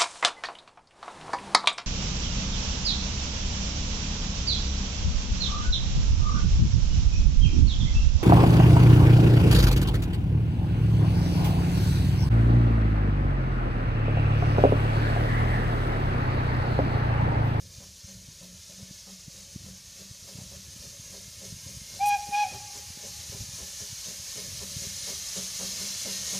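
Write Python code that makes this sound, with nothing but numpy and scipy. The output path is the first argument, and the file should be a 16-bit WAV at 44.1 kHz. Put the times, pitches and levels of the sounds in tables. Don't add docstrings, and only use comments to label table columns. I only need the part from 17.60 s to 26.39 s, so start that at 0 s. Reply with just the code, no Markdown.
import sys
import numpy as np
from scipy import signal
from scipy.fft import rfft, irfft, next_fast_len
from scipy.io import wavfile

SR = 44100
rng = np.random.default_rng(int(sys.argv[2]) if len(sys.argv) > 2 else 0)


def inscribe(sig):
    pcm = np.round(np.clip(np.atleast_2d(sig).T, -1, 1) * 32767)
    wavfile.write(sys.argv[1], SR, pcm.astype(np.int16))


N = 387638

# time_s, level_db, top_boost_db, roar_boost_db
HISS_RISE = [(0.0, -50, -1, 1), (1.44, -48, -1.5, 0.5), (2.35, -48, -1, 1.5), (4.11, -45, 0.5, 1),
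             (4.5, -43.5, -0.5, 1), (5.02, -43, -1, 1), (7.07, -38.5, -0.5, 0), (7.59, -36.5, -1.5, 0),
             (8.79, -34, -1.5, 0.5)]
# frequency_hz, relative_density_db
HISS_SPECTRUM = [(350, -28), (600, -16), (716, -21.5), (1010, -17), (1450, -17.5), (1810, -12.5),
                 (1990, -17), (2190, -13), (3290, -8), (4200, -4.5), (6400, 0.5), (8180, -10), (9370, -8),
                 (13500, -16.5), (15500, -20.5)]
# pitch_hz, width_hz, relative_db
HISS_PEAKS = [(1772, 71, -10.5), (2150, 160, -6.5), (4250, 154, -2), (4820, 200, -23), (5850, 240, -16),
              (6470, 160, 5.5), (9250, 260, -5)]


def steam_leaks(flicker_db, shared_flicker_db, peaks_db):
    hiss_db, top_db, roar_db = envelopes(HISS_RISE)
    edges_hz = 500 * 2 ** np.arange(0, 5.1, .5)
    shared_db = shared_flicker_db * drift(12.0)
    hiss = np.zeros(N)
    for low, high in zip(edges_hz, edges_hz[1:]):
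        tilt_db = top_db if low > 7500 else roar_db if high < 3000 else 0
        band = shaped_noise(HISS_SPECTRUM, low, high)
        hiss += band * from_db(tilt_db + shared_db + flicker_db * drift(19.0))
    lift_db = peaks_db + 0.35 * (hiss_db - hiss_db[-1])
    for hz, width, db in HISS_PEAKS:
        peak = [(hz, width, 0)]
        gain = from_db(db + lift_db + 1.9 * drift(5.1) + 1.3 * drift(.7))
        hiss += gain * resonate(resonate(rng.standard_normal(N), peak), peak)
    return from_db(hiss_db) * rms_one(hiss)


# delay_ms, far_gain, near_gain
BOUNCES = [(1.0, -0.00094, .1), (1.9, 0.024, -0.061), (2.6, -0.095, 0.073)]


def close_bounces(hiss, scatter_gain):
    nearness, out = np.arange(N) / N, hiss.copy()
    dull = signal.sosfiltfilt(signal.butter(2, 7500, fs=SR, output="sos"), hiss)
    for ms, far_gain, near_gain in BOUNCES:
        lag = round(ms * SR / 1000)
        gain = far_gain + (near_gain - far_gain) * nearness
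        out[lag:] += gain[lag:] * dull[:-lag]
    for lag in (rng.uniform(.0008, .007, size=16) * SR).astype(int):
        out[lag:] += scatter_gain * drift(2.55)[lag:] * hiss[:-lag]
    return out * np.std(hiss) / np.std(out)


# start_s, peak_db, second_mode_boost_db, upper_modes_boost_db, hum_db
EXHAUST_BEATS = [(0.195, -49.5, -2, -1, -58.5), (0.467, -56, -5, -1, -50), (0.806, -49, -17, -5, -53.5),
                 (1.086, -53, -6, -10, -60), (1.18, -52.5, -3, -3, -50.5), (1.461, -53.5, 3, 4, -52),
                 (1.732, -57.5, 3, 0, -60.5), (2.047, -52, -9, -2, -50), (2.383, -52.5, 8, -15, -54),
                 (2.67, -51, 2, 2, -57), (2.77, -52.5, -13, 5.5, -59), (2.91, -50.5, -3, -3, -59.5),
                 (3.21, -52, 3.5, -4, -60), (3.519, -48, 1.5, -3, -57.5), (3.81, -47, 5, -3.5, -54.5),
                 (4.06, -54, -1.5, -7, -57), (4.33, -50, 3, 0, -63.5), (4.66, -49.5, -0.5, -8, -77),
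                 (4.908, -45, 7, 0, -72), (5.139, -50.5, 4.5, 2.5, -64), (5.424, -45.5, 0, -6.5, -70.5),
                 (5.714, -48.5, 9.5, 1.5, -57.5), (5.978, -45, 2, -3, -61.5), (6.196, -48, 2, -2, -59.5),
                 (6.458, -45, -4, -8, -58), (6.75, -43, 6, -6, -53.5), (6.997, -46, 7.5, 2, -51.5),
                 (7.21, -46, 3.5, -4.5, -53), (7.468, -41.5, 4, -1, -57), (7.751, -39.5, 3, -3, -47.5),
                 (7.992, -37.5, 2.5, -0.5, -47), (8.192, -45, 4.5, -1, -49), (8.447, -39, 5, -3, -42.5),
                 (8.722, -40.5, 4, 0, -43.5)]
# pitch_hz, width_hz, relative_db
CHIMNEY_BODY = [(186, 53, -1), (465, 74, -6), (551.3, 40, 2), (650, 53, -7.5)]
CHIMNEY_SECOND = [(394.6, 28, 3.3)]
CHIMNEY_UPPER = [(754, 81, -9), (995, 66, -7.5), (1270, 120, -13), (2010, 830, -24)]


def chimney(attack_s, hold_s, tail_s, crest_db, hum_hz, hum_wander_hz, hum_peak_s):
    t, puffs, hum_swell = np.arange(N) / SR, np.zeros((3, N)), np.zeros(N)
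    for start_s, db, second_db, upper_db, hum_db in EXHAUST_BEATS:
        span = slice(int(start_s * SR) + 1, int((start_s + .5) * SR))
        age = t[span] - start_s
        shape = np.minimum(age / attack_s, 1) * np.exp(-np.maximum(age - hold_s, 0) / tail_s)
        puffs[:, span] += from_db(db - crest_db + np.array([[0], [second_db], [upper_db]])) * shape
        hum_swell[span] += from_db(hum_db) * age / hum_peak_s * np.exp(1 - age / hum_peak_s)
    hiss_db = envelopes(HISS_RISE)[0]
    approach_db = .7 * (hiss_db - hiss_db[-1])
    draught_db = -59.5 + 4.5 * stroke_swells(width_s=0.093) + approach_db + 3.0 * drift(3.5)
    air = rng.standard_normal((3, N))
    pipe_gain = 1 / np.std(resonate(air[0], CHIMNEY_BODY))
    body = resonate(air[0] * np.hypot(puffs[0], from_db(draught_db)), CHIMNEY_BODY)
    second = resonate(air[1] * np.hypot(puffs[1], from_db(draught_db - 7.5)), CHIMNEY_SECOND)
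    second = resonate(second, [(415, 39, 0)])
    upper = resonate(air[2] * puffs[2], CHIMNEY_UPPER)
    hum_gain = np.sqrt(2) * hum_swell * from_db(2.6 * drift(16.0))
    hum_phase = 2 * np.pi * np.cumsum(hum_hz + hum_wander_hz * drift(9.0)) / SR
    return pipe_gain * (body + second + upper) + hum_gain * np.sin(hum_phase)


def stroke_swells(width_s):
    t = np.arange(0, N, 100) / SR
    swells = sum(np.exp(-((t - beat[0] - width_s / 2) / width_s) ** 2) for beat in EXHAUST_BEATS)
    return np.interp(np.arange(N) / SR, t, swells)


# time_s, pitch_hz, fundamental_db, second_partial_db, third_partial_db
TOOTS = [
    [(4.392, 753, -48, -80, -75), (4.41, 786, -26.5, -62, -40.5), (4.435, 817, -22.5, -51, -41.5),
     (4.465, 826, -21.5, -63, -34), (4.488, 819.4, -20, -57, -46), (4.51, 816, -20.5, -45, -31.5),
     (4.549, 818.3, -22, -42, -30.5), (4.564, 780, -31, -57, -53.5), (4.585, 730, -50, -73, -65)],
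    [(4.712, 784, -45, -80, -77), (4.728, 821, -29.5, -59, -41), (4.75, 815, -24, -44, -31),
     (4.772, 833, -24, -50, -42), (4.8, 830, -24.5, -40.5, -34.5), (4.834, 833, -25, -51, -31.5),
     (4.843, 777, -28.5, -53, -36), (4.865, 755, -36.5, -67, -78), (4.89, 745, -56.5, -78, -72)],
]
# harmonic_number, level_db
UPPER_PARTIALS = [(4, -46), (5, -47), (6, -50), (7, -41.5)]
TOOT_RASP = [-2, 3.5]


def whistle(wobble_hz, roughness, full_blow_db, build_s):
    out, t = np.zeros(N), np.arange(N) / SR
    breath_modes = [(796, 190, -2.5), (2540, 480, 1), (4960, 2600, -3.0)]
    breath = rms_one(resonate(rng.standard_normal(N), breath_modes))
    wobble, turbulence = drift(47.0), drift(120.0)
    for toot, rasp_db in zip(TOOTS, TOOT_RASP):
        hz, fundamental_db, second_db, third_db = envelopes(toot)
        start_s, end_s = toot[0][0], toot[-1][0]
        blow_db = np.minimum(fundamental_db - full_blow_db, 0)
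        onset_db = -20 * np.exp(-np.maximum(t - start_s, 0) / build_s)
        upper = [(k, db + 2.2 * blow_db + onset_db + rasp_db) for k, db in UPPER_PARTIALS]
        phase = 2 * np.pi * np.cumsum(hz + wobble_hz * wobble) / SR
        tone = from_db(fundamental_db) * np.sin(phase)
        for k, db in [(2, second_db), (3, third_db)] + upper:
            shake = 1 + roughness * np.roll(turbulence, 999 * k)
            tone += from_db(db) * shake * np.sin(k * phase)
        breath_gain = from_db(-43.5 + rasp_db + 1.5 * blow_db)
        valve_open = (t > start_s) & (t < end_s)
        out += valve_open * (np.sqrt(2) * tone + breath_gain * breath)
    return out


def valve_spit(start_s, end_s, level_db, fade_s):
    t = np.arange(N) / SR
    spray = filtered(rng.standard_normal(N), 2, [7800, 13500], "band")
    gate = np.clip(np.minimum(t - start_s, end_s - t) / fade_s, 0, 1)
    return from_db(level_db) * gate * rms_one(spray)


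# delay_s, gain_db
VALLEY_ECHOES = [(.025, -12.5), (.06, -18.5), (.1, -19), (.15, -22.5), (.25, -26), (.55, -42), (.75, -50.5)]


def valley(sound, scatter_db, t60_s):
    t = np.arange(2 * SR) / SR
    decay = from_db(scatter_db - 60 * t / t60_s)
    response = decay * rng.standard_normal(len(t)) * np.sqrt(14 / t60_s / SR)
    for delay_s, db in VALLEY_ECHOES:
        response[int(delay_s * SR)] += from_db(db)
    dull = filtered(sound, 1, 5000, "low")
    thin_slap = from_db(-15) * np.roll(filtered(sound, 2, 1800, "high"), int(0.095 * SR))
    return signal.fftconvolve(dull, response)[:N] + thin_slap


# time_s, level_db
GUSTS = [(0.0, -51.5), (0.41, -60.5), (0.66, -52), (1.44, -63), (1.86, -57.5), (2.74, -59), (2.89, -55),
         (3.82, -56.5), (4.09, -51), (4.48, -55), (5.65, -54.5), (5.8, -48), (6.14, -58), (6.88, -54.5),
         (7.07, -51.5), (7.3, -51.5), (7.78, -57), (8.79, -55)]
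# frequency_hz, relative_density_db
RUMBLE_SPECTRUM = [(12, -43), (20, -39), (70, 2.5), (97, 1.5), (189, -8), (251, -18.5), (323, -21.5),
                   (552, -23.5), (631, -48), (700, -19), (910, -54), (1540, -120)]
# centre_s, peak_db, pitch_hz
BUFFETS = [(0.186, -38, 102), (0.448, -39, 104), (0.688, -38, 117), (1.231, -35, 109), (1.312, -37, 151),
           (1.683, -34.5, 133), (1.962, -28.5, 156), (2.514, -36, 100), (2.757, -34.5, 126),
           (2.789, -34.5, 124), (2.82, -38, 111), (2.841, -42, 159), (3.164, -39.5, 142), (3.4, -38.5, 113),
           (3.881, -41, 120), (3.927, -33.5, 116), (3.968, -40.5, 107), (4.071, -38.5, 119),
           (4.151, -44, 110), (4.173, -36, 114), (4.218, -39, 119), (4.693, -37, 173), (4.95, -39, 104),
           (5.305, -43, 119), (5.375, -40, 195), (5.7, -35, 100), (5.892, -38.5, 107), (5.939, -41, 115),
           (6.223, -41, 115), (6.33, -35, 106), (6.601, -40, 97), (6.887, -38.3, 119), (7.169, -28, 112),
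           (7.222, -39, 109), (7.272, -35.5, 108)]


def wind(lumpiness_db, floor_db, small_buffets, half_width_cycles):
    wind_db, = envelopes(GUSTS)
    lumps = from_db(wind_db + lumpiness_db * drift(23.0) + 1.6 * drift(2.7))
    rumble = from_db(floor_db) * rms_one(shaped_noise(RUMBLE_SPECTRUM, 10, 55))
    rumble += lumps * rms_one(shaped_noise(RUMBLE_SPECTRUM, 55, 700))
    when = rng.choice(N, small_buffets, p=lumps / lumps.sum())
    size, pitch = rng.standard_normal((2, small_buffets))
    small = zip(when / SR, wind_db[when] + 10.5 + 3 * size, 105 * np.exp(.15 * pitch))
    for centre_s, db, hz in list(small) + BUFFETS:
        span = np.arange(max(int((centre_s - 3 / hz) * SR), 0), min(int((centre_s + 3 / hz) * SR), N))
        cycles, phase = (span / SR - centre_s) * hz, rng.uniform(0, 2 * np.pi)
        kick = np.sin(2 * np.pi * cycles + phase) + 0.18 * np.sin(4 * np.pi * cycles + phase)
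        rumble[span] += from_db(db) * kick * np.exp(-(cycles / half_width_cycles) ** 2)
    return rumble


def from_db(db):
    return 10 ** (np.asarray(db) / 20)


def rms_one(x):
    return x / np.sqrt(np.mean(x ** 2) + 1e-20)


def envelopes(rows):
    time_s, *columns = np.transpose(rows)
    return [np.interp(np.arange(N) / SR, time_s, column) for column in columns]


def drift(rate_hz):
    pole = np.exp(-80 * np.pi * rate_hz / SR)
    slow = signal.lfilter([1], [1, -2 * pole, pole * pole], rng.standard_normal(N // 40 + 2002))[2000:]
    return np.interp(np.arange(N) / 40, np.arange(len(slow)), rms_one(slow))


def filtered(x, order, edge_hz, kind):
    return signal.sosfilt(signal.butter(order, edge_hz, kind, fs=SR, output="sos"), x)


def resonate(x, bands):
    out = np.zeros(N)
    for k, (hz, width, db) in enumerate(bands):
        r = np.exp(-np.pi * width / SR)
        b = (1 - r * r) / 2 * np.array([1, 0, -1])
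        a = [1, -2 * r * np.cos(2 * np.pi * hz / SR), r * r]
        out += (-1) ** k * from_db(db) * signal.lfilter(b, a, x)
    return out


def shaped_noise(spectrum, low_hz, high_hz):
    size = next_fast_len(N)
    hz = np.maximum(np.arange(size // 2 + 1) * SR / size, 1)
    points_hz, points_db = np.transpose(spectrum)
    gain = from_db(np.interp(np.log(hz), np.log(points_hz), points_db))
    in_band = (hz >= low_hz) & (hz < high_hz)
    return irfft(rfft(rng.standard_normal(size)) * gain * in_band, size)[:N]


def scene():
    toots = whistle(wobble_hz=1.5, roughness=0.19, full_blow_db=-23, build_s=.045)
    toots += valve_spit(start_s=4.455, end_s=4.5, level_db=-39.5, fade_s=0.0032)
    steam = steam_leaks(flicker_db=0.51, shared_flicker_db=0.5, peaks_db=-2.0)
    steam = close_bounces(steam, scatter_gain=.085)
    steam *= from_db(1.26 * stroke_swells(width_s=0.06))
    chuffs = chimney(attack_s=0.0062, hold_s=0.036, tail_s=0.019, crest_db=6.0,
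                     hum_hz=189.4, hum_wander_hz=3.92, hum_peak_s=0.045)
    echoes = valley(toots, scatter_db=-26.5, t60_s=4.2)
    breeze = wind(lumpiness_db=2.0, floor_db=-65, small_buffets=60, half_width_cycles=0.6)
    mono = steam + chuffs + toots + echoes + breeze
    return np.array([mono, mono])


def record(dry):
    cutoff_hz = 15470
    return signal.sosfilt(signal.ellip(14, .5, 70, cutoff_hz, fs=SR, output="sos"), dry)


dry = scene()
out = record(dry)
inscribe(out)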